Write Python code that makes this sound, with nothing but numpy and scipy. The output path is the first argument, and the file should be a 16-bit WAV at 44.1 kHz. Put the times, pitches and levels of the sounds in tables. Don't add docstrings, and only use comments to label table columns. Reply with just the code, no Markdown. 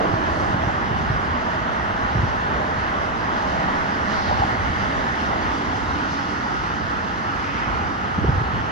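import sys
import numpy as np
from scipy import signal
from scipy.fft import rfft, irfft, next_fast_len
from scipy.io import wavfile
from scipy.ndimage import uniform_filter1d, map_coordinates

SR = 44100
rng = np.random.default_rng(int(sys.argv[2]) if len(sys.argv) > 2 else 0)


def dump_mix(stems):
    frames = np.atleast_2d(stems).T
    limited = np.clip(frames, -1, 1)
    pcm = np.round(limited * 32767).astype(np.int16)
    wavfile.write(sys.argv[1], SR, pcm)


N = 384269


def amp(db):
    return 10 ** (np.asarray(db) / 20)


def unit(x):
    return x / np.sqrt(np.mean(x ** 2) + 1e-20)


def along(points, hz):
    f, *columns = np.transpose(points)
    return [np.interp(np.log(hz + 1), np.log(f), column) for column in columns]


def wobble(rate):
    knots = rng.standard_normal(4096)
    return map_coordinates(knots, [np.arange(N) * rate / SR])


def swell(s, half):
    return np.exp(-((np.arange(N) / SR - s) / half) ** 2)


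def filtered(x, response):
    m = next_fast_len(N + SR // 4, True)
    spectrum = rfft(x, m) * response(np.fft.rfftfreq(m, 1 / SR))
    return irfft(spectrum, m)[..., :N]


def rush(spectrum, patchy_db):
    z = signal.stft(rng.standard_normal((2, N)), nperseg=1024)[2]
    field = rng.standard_normal(z.shape[1:])
    field = uniform_filter1d(field, size=8, axis=0)
    field = uniform_filter1d(field, size=7, axis=1)
    patchy = z * amp(patchy_db * unit(field))
    pair = signal.istft(patchy, nperseg=1024)[1][:, :N]
    return unit(filtered(pair, lambda hz: amp(along(spectrum, hz)[0])))


# t/s, level/dB (each layer follows it by its own share)
TRAFFIC = [(0, 3.5), (.9, 0.3), (2.2, -0.5), (3.7, 1), (5.0, -0.7), (5.9, -5), (7.3, -6.5), (8.71, -5.5)]


def traffic_db():
    s, level_db = np.transpose(TRAFFIC)
    return np.interp(np.arange(N) / SR, s, level_db)


FLUTTER_DB, FLUTTER_RATE = .58, 21


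def flutter_db():
    return FLUTTER_DB * wobble(FLUTTER_RATE)


# (per Hz, relative)
DRONE_SPECTRUM = [(40, -23), (90, -2.5), (150, -3), (200, 1), (280, -1.5), (360, -5), (460, -8), (600, -12),
                  (900, -39), (2000, -76)]


def drone(level_db=-32, follows=0.17):
    gain_db = level_db + follows * traffic_db() + 0.4 * wobble(6.1)
    return amp(gain_db) * rush(DRONE_SPECTRUM, patchy_db=0.0)


# (per Hz, relative)
ROLLING_SPECTRUM = [(150, -8), (330, -7), (450, -8.5), (570, -2.5), (640, 3.5), (720, -4.5), (820, -7.5),
                    (1100, -2.5), (1600, -17), (3000, -60), (6000, -100)]


def rolling(level_db=-31.5, follows=1.5):
    gain_db = level_db + follows * traffic_db() + 1.34 * wobble(5.0)
    return amp(gain_db) * rush(ROLLING_SPECTRUM, patchy_db=1.0)


# (per Hz, relative)
ROAR_SPECTRUM = [(300, -22), (520, -15.5), (640, -9.5), (720, -4.5), (800, 0.24), (1000, -1.7), (1500, -2),
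                 (1900, -7.5), (2350, -19.5), (2900, -17.5), (3800, -28), (8000, -93)]


def roar(level_db=-25.5, follows=0.17, bunch_db=1.12):
    lift_db = bunch_db * swell(4.4, half=3.1) + flutter_db()
    gain_db = level_db + follows * traffic_db() + lift_db
    return amp(gain_db) * rush(ROAR_SPECTRUM, patchy_db=.9)


# (per Hz, relative)
HISS_SPECTRUM = [(1200, -30), (2400, -3), (2950, 2), (3900, -1), (5100, -1.5), (6300, -6.8), (7100, -12.5),
                 (8000, -18), (10000, -24), (12500, -36), (14000, -54)]


def hiss(level_db=-44.5, follows=0.17, bunch_db=3.36):
    lift_db = bunch_db * swell(5.07, half=1.6) + flutter_db()
    gain_db = level_db + follows * traffic_db() + lift_db
    return amp(gain_db) * rush(HISS_SPECTRUM, patchy_db=1.6)


def stream():
    return drone() + rolling() + roar() + hiss()


# t/s, level/dB (at the top of the swell, before flutter and ports), centre f/Hz, width/octaves,
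# half length/s (time from the top to half the amplitude)
CARS = [(0.01, -20.5, 520, 0.89, 0.043), (0.17, -31, 314, 0.21, 0.26), (0.19, -31, 900, 0.37, 0.13),
        (0.383, -48, 4470, 0.52, 0.15), (1.06, -36, 242, 0.16, 0.44), (1.8, -38.5, 1840, 0.17, 1),
        (1.8, -39.5, 647, 0.1, 0.6), (2.29, -48, 4740, 0.29, 0.034), (2.51, -31.5, 1100, 0.6, 0.081),
        (2.614, -28.5, 704, 0.54, 0.075), (3.293, -28, 900, 0.52, 0.06), (3.5, -47, 4350, 0.38, 0.23),
        (3.597, -30, 710, 0.41, 0.12), (3.61, -31.5, 208, 0.36, 0.11), (3.688, -34.5, 1840, 0.18, 0.19),
        (4.15, -32.5, 198, 0.17, 0.25), (4.15, -43, 4660, 0.32, 0.056), (4.27, -40.5, 4300, 0.31, 0.14),
        (4.4, -33, 885, 0.62, 0.18), (4.902, -45.5, 2950, 0.15, .25), (4.75, -35.5, 1890, 0.17, 1),
        (5.335, -28, 830, 0.52, 0.12), (5.478, -34.5, 265, 0.59, 0.35), (5.95, -37, 282, 0.13, 0.67),
        (6.146, -45, 4900, 0.25, 0.05), (6.3, -47, 4830, 0.3, 0.64), (7.574, -32, 1650, 0.41, 0.17),
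        (7.74, -33, 905, 0.6, 0.14), (7.55, -49.5, 4870, 0.3, 0.37), (7.583, -41, 2600, 0.3, 0.17),
        (6.6, -34.5, 1350, 0.14, 0.44), (7.8, -32.5, 1280, 0.087, 0.84), (8.3, -40.5, 790, 0.064, 0.54)]


def cars():
    t, out = np.arange(N) / SR, np.zeros((2, N))
    for s, db, centre_hz, octaves, half in CARS:
        band = lambda hz: np.exp(-.5 * (np.log2((hz + 1) / centre_hz) / octaves) ** 2)
        noise_band = unit(filtered(rng.standard_normal((2, N)), band))
        rise_and_fall = 1 / (1 + ((t - s) / half) ** 2)
        out += amp(db) * rise_and_fall * noise_band
    return out * amp(flutter_db())


# t/s (start), level/dB (before JOINT_DB and ports), cavity f/Hz (the middle of the pitch sag)
SLAPS = [(.514, -22, 870), (.528, -23, 700), (.541, -23, 660), (.631, -22, 790), (.689, -18, 800),
         (.700, -24, 820), (4.292, -16.5, 800), (4.309, -17, 850), (4.324, -18, 920), (4.335, -23, 850),
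         (4.419, -16, 850), (4.434, -15.5, 840), (4.450, -25, 780)]
JOINT_DB = 2.4


def joint(rise_s=0.0042, sag=0.12, rough=0.5):
    t, out = np.arange(SR // 16) / SR, np.zeros((2, N))
    pump = (t / rise_s) ** 2 * np.exp(2 * (1 - t / rise_s))
    pitch = 1 + sag * (np.exp(-t / rise_s) * 2 - 1)
    glide = np.cumsum(pitch) / SR
    hz = np.fft.rfftfreq(len(t), 1 / SR)
    for s, db, cavity_hz in SLAPS:
        band = np.exp(-(np.log2((hz + 1) / cavity_hz) / 0.55) ** 2)
        random_phase = np.exp(2j * np.pi * rng.random(len(band)))
        grit = unit(irfft(band * random_phase, len(t)))
        ring = np.sin(2 * np.pi * cavity_hz * glide) + rough * grit
        out[0, round(s * SR):][:len(t)] += amp(db + JOINT_DB) * pump * ring
    return out


# f/Hz, likeness (coherence, 0 to 1), left lead/rad, left over right level/dB
PORTS = [(100, .85, 0, -2), (280, .94, .05, -4), (440, .65, .7, -7), (560, .88, 1.6, -4),
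         (850, .73, 2.0, -.3), (1500, .56, 2.75, -2), (1850, .25, 4.3, -2), (2100, .4, 6.1, -.5),
         (2350, .5, 6.6, 0), (2800, .55, 5.2, -3.8), (3600, .3, 6.1, -1), (4300, .62, 5.8, .3),
         (5400, .3, 5.2, -2), (6100, .33, 6.6, 0), (7000, .65, 8.9, 0), (8300, .8, 9.6, 0),
         (10500, .6, 11.5, 0)]


def at_ports(pair):
    m = next_fast_len(N + SR // 4, True)
    alike, lead, balance_db = along(PORTS, np.fft.rfftfreq(m, 1 / SR))
    turn = np.arccos(np.clip(alike, 0, 1)) / 2
    common, apart = rfft(pair, m) * [np.cos(turn), np.sin(turn)]
    skew = amp(balance_db / 2) * np.exp(.5j * lead)
    left, right = (common + apart) * skew, (common - apart) / skew
    return irfft(np.array([left, right]), m)[:, :N]


# (per Hz, relative)
RUMBLE_SPECTRUM = [(20, -42), (35, -25), (52, 0), (66, 0), (88, 0.5), (130, -8), (200, -13.5), (400, -31),
                   (1200, -71)]
# (per Hz, relative)
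FLAP_SPECTRUM = [(60, -25), (130, 0), (350, -3), (550, -12), (1200, -45), (3000, -90)]
# t/s, rumble level/dB (before the breeze and ports), half length/s
GUSTS = [(0.136, -29, 0.04), (0.58, -28.5, 0.14), (1.03, -28.5, 0.16), (1.93, -32, 0.1),
         (2.222, -26.5, 0.08), (2.5, -32, .04), (4.38, -27, 0.11), (4.66, -29, 0.07), (4.88, -30, 0.09),
         (5.4, -34, 0.12), (5.88, -32, .12), (7.346, -32, 0.047), (7.78, -31, 0.16), (8.31, -24.5, 0.12),
         (8.58, -26, 0.057)]
BREEZE_DB, BREEZE_WAVER_DB = -33.5, 1.3
FLAP_DB = -7


def wind(lumpy_db=2.0, apart=0.5):
    breeze = amp(BREEZE_DB + BREEZE_WAVER_DB * wobble(7))
    gust_power = sum(amp(db) ** 2 * swell(s, half) for s, db, half in GUSTS)
    strength = np.sqrt(breeze ** 2 + gust_power)
    flapping = amp(FLAP_DB) * (strength / strength.max()) ** 2 * rush(FLAP_SPECTRUM, patchy_db=0.0)
    air = rush(RUMBLE_SPECTRUM, patchy_db=0.0) + flapping
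    lumps = unit(amp(lumpy_db * np.array([wobble(28), wobble(30)])))
    common, own = air * lumps
    port_gain = amp([[-2.4], [-1.4]])
    return strength * port_gain * np.array([common + apart * own, common - apart * own])


# t/s (middle), level/dB (before the port balance), centre f/Hz
EDDIES = [(.140, -15, 130), (.506, -20, 150), (.548, -16, 160), (.570, -20, 150), (.646, -19, 100),
          (.676, -15, 105), (.915, -16, 140), (1.012, -19.5, 140), (1.106, -11, 115), (2.159, -12.5, 150),
          (2.173, -16, 95), (2.201, -16, 85), (2.239, -13, 110), (2.272, -20, 100), (2.490, -20, 118),
          (2.784, -20.5, 123), (4.405, -15.5, 100), (4.450, -17, 156), (4.526, -19.5, 100),
          (4.704, -17.5, 78), (7.826, -19.5, 96), (8.189, -15, 170), (8.241, -17, 240), (8.248, -10.5, 370),
          (8.255, -14.5, 130), (8.293, -9, 135), (8.308, -16.5, 105), (8.356, -16.5, 80), (8.384, -15, 93),
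          (8.417, -13.5, 126), (8.540, -19.5, 130), (8.612, -20, 93)]


def eddies(cycles=0.42, slowing=0.14, ragged=0.12, ragged_hz=300):
    t, out = np.arange(-SR // 20, SR // 20) / SR, np.zeros(N)
    ragged_band = lambda hz: np.exp(-np.log2((hz + 1) / ragged_hz) ** 2)
    churn = ragged * unit(filtered(rng.standard_normal(N), ragged_band))
    for s, db, centre_hz in EDDIES:
        turns = t * centre_hz
        start = round((s + t[0]) * SR)
        phase = 2 * np.pi * (turns - slowing * (np.hypot(turns, 1) - 1) + rng.random())
        swing = np.cos(phase) + churn[start:][:len(t)]
        fade = np.hanning(len(t)) / np.cosh(turns / cycles)
        out[start:][:len(t)] += amp(db) * swing * fade
    return amp([[-.7], [.7]]) * out


def scene():
    return at_ports(stream() + cars() + joint()) + wind() + eddies()


TOP_HZ = 13800


def record(dry):
    return filtered(dry, lambda hz: hz < TOP_HZ)


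dry = scene()
out = record(dry)
dump_mix(out)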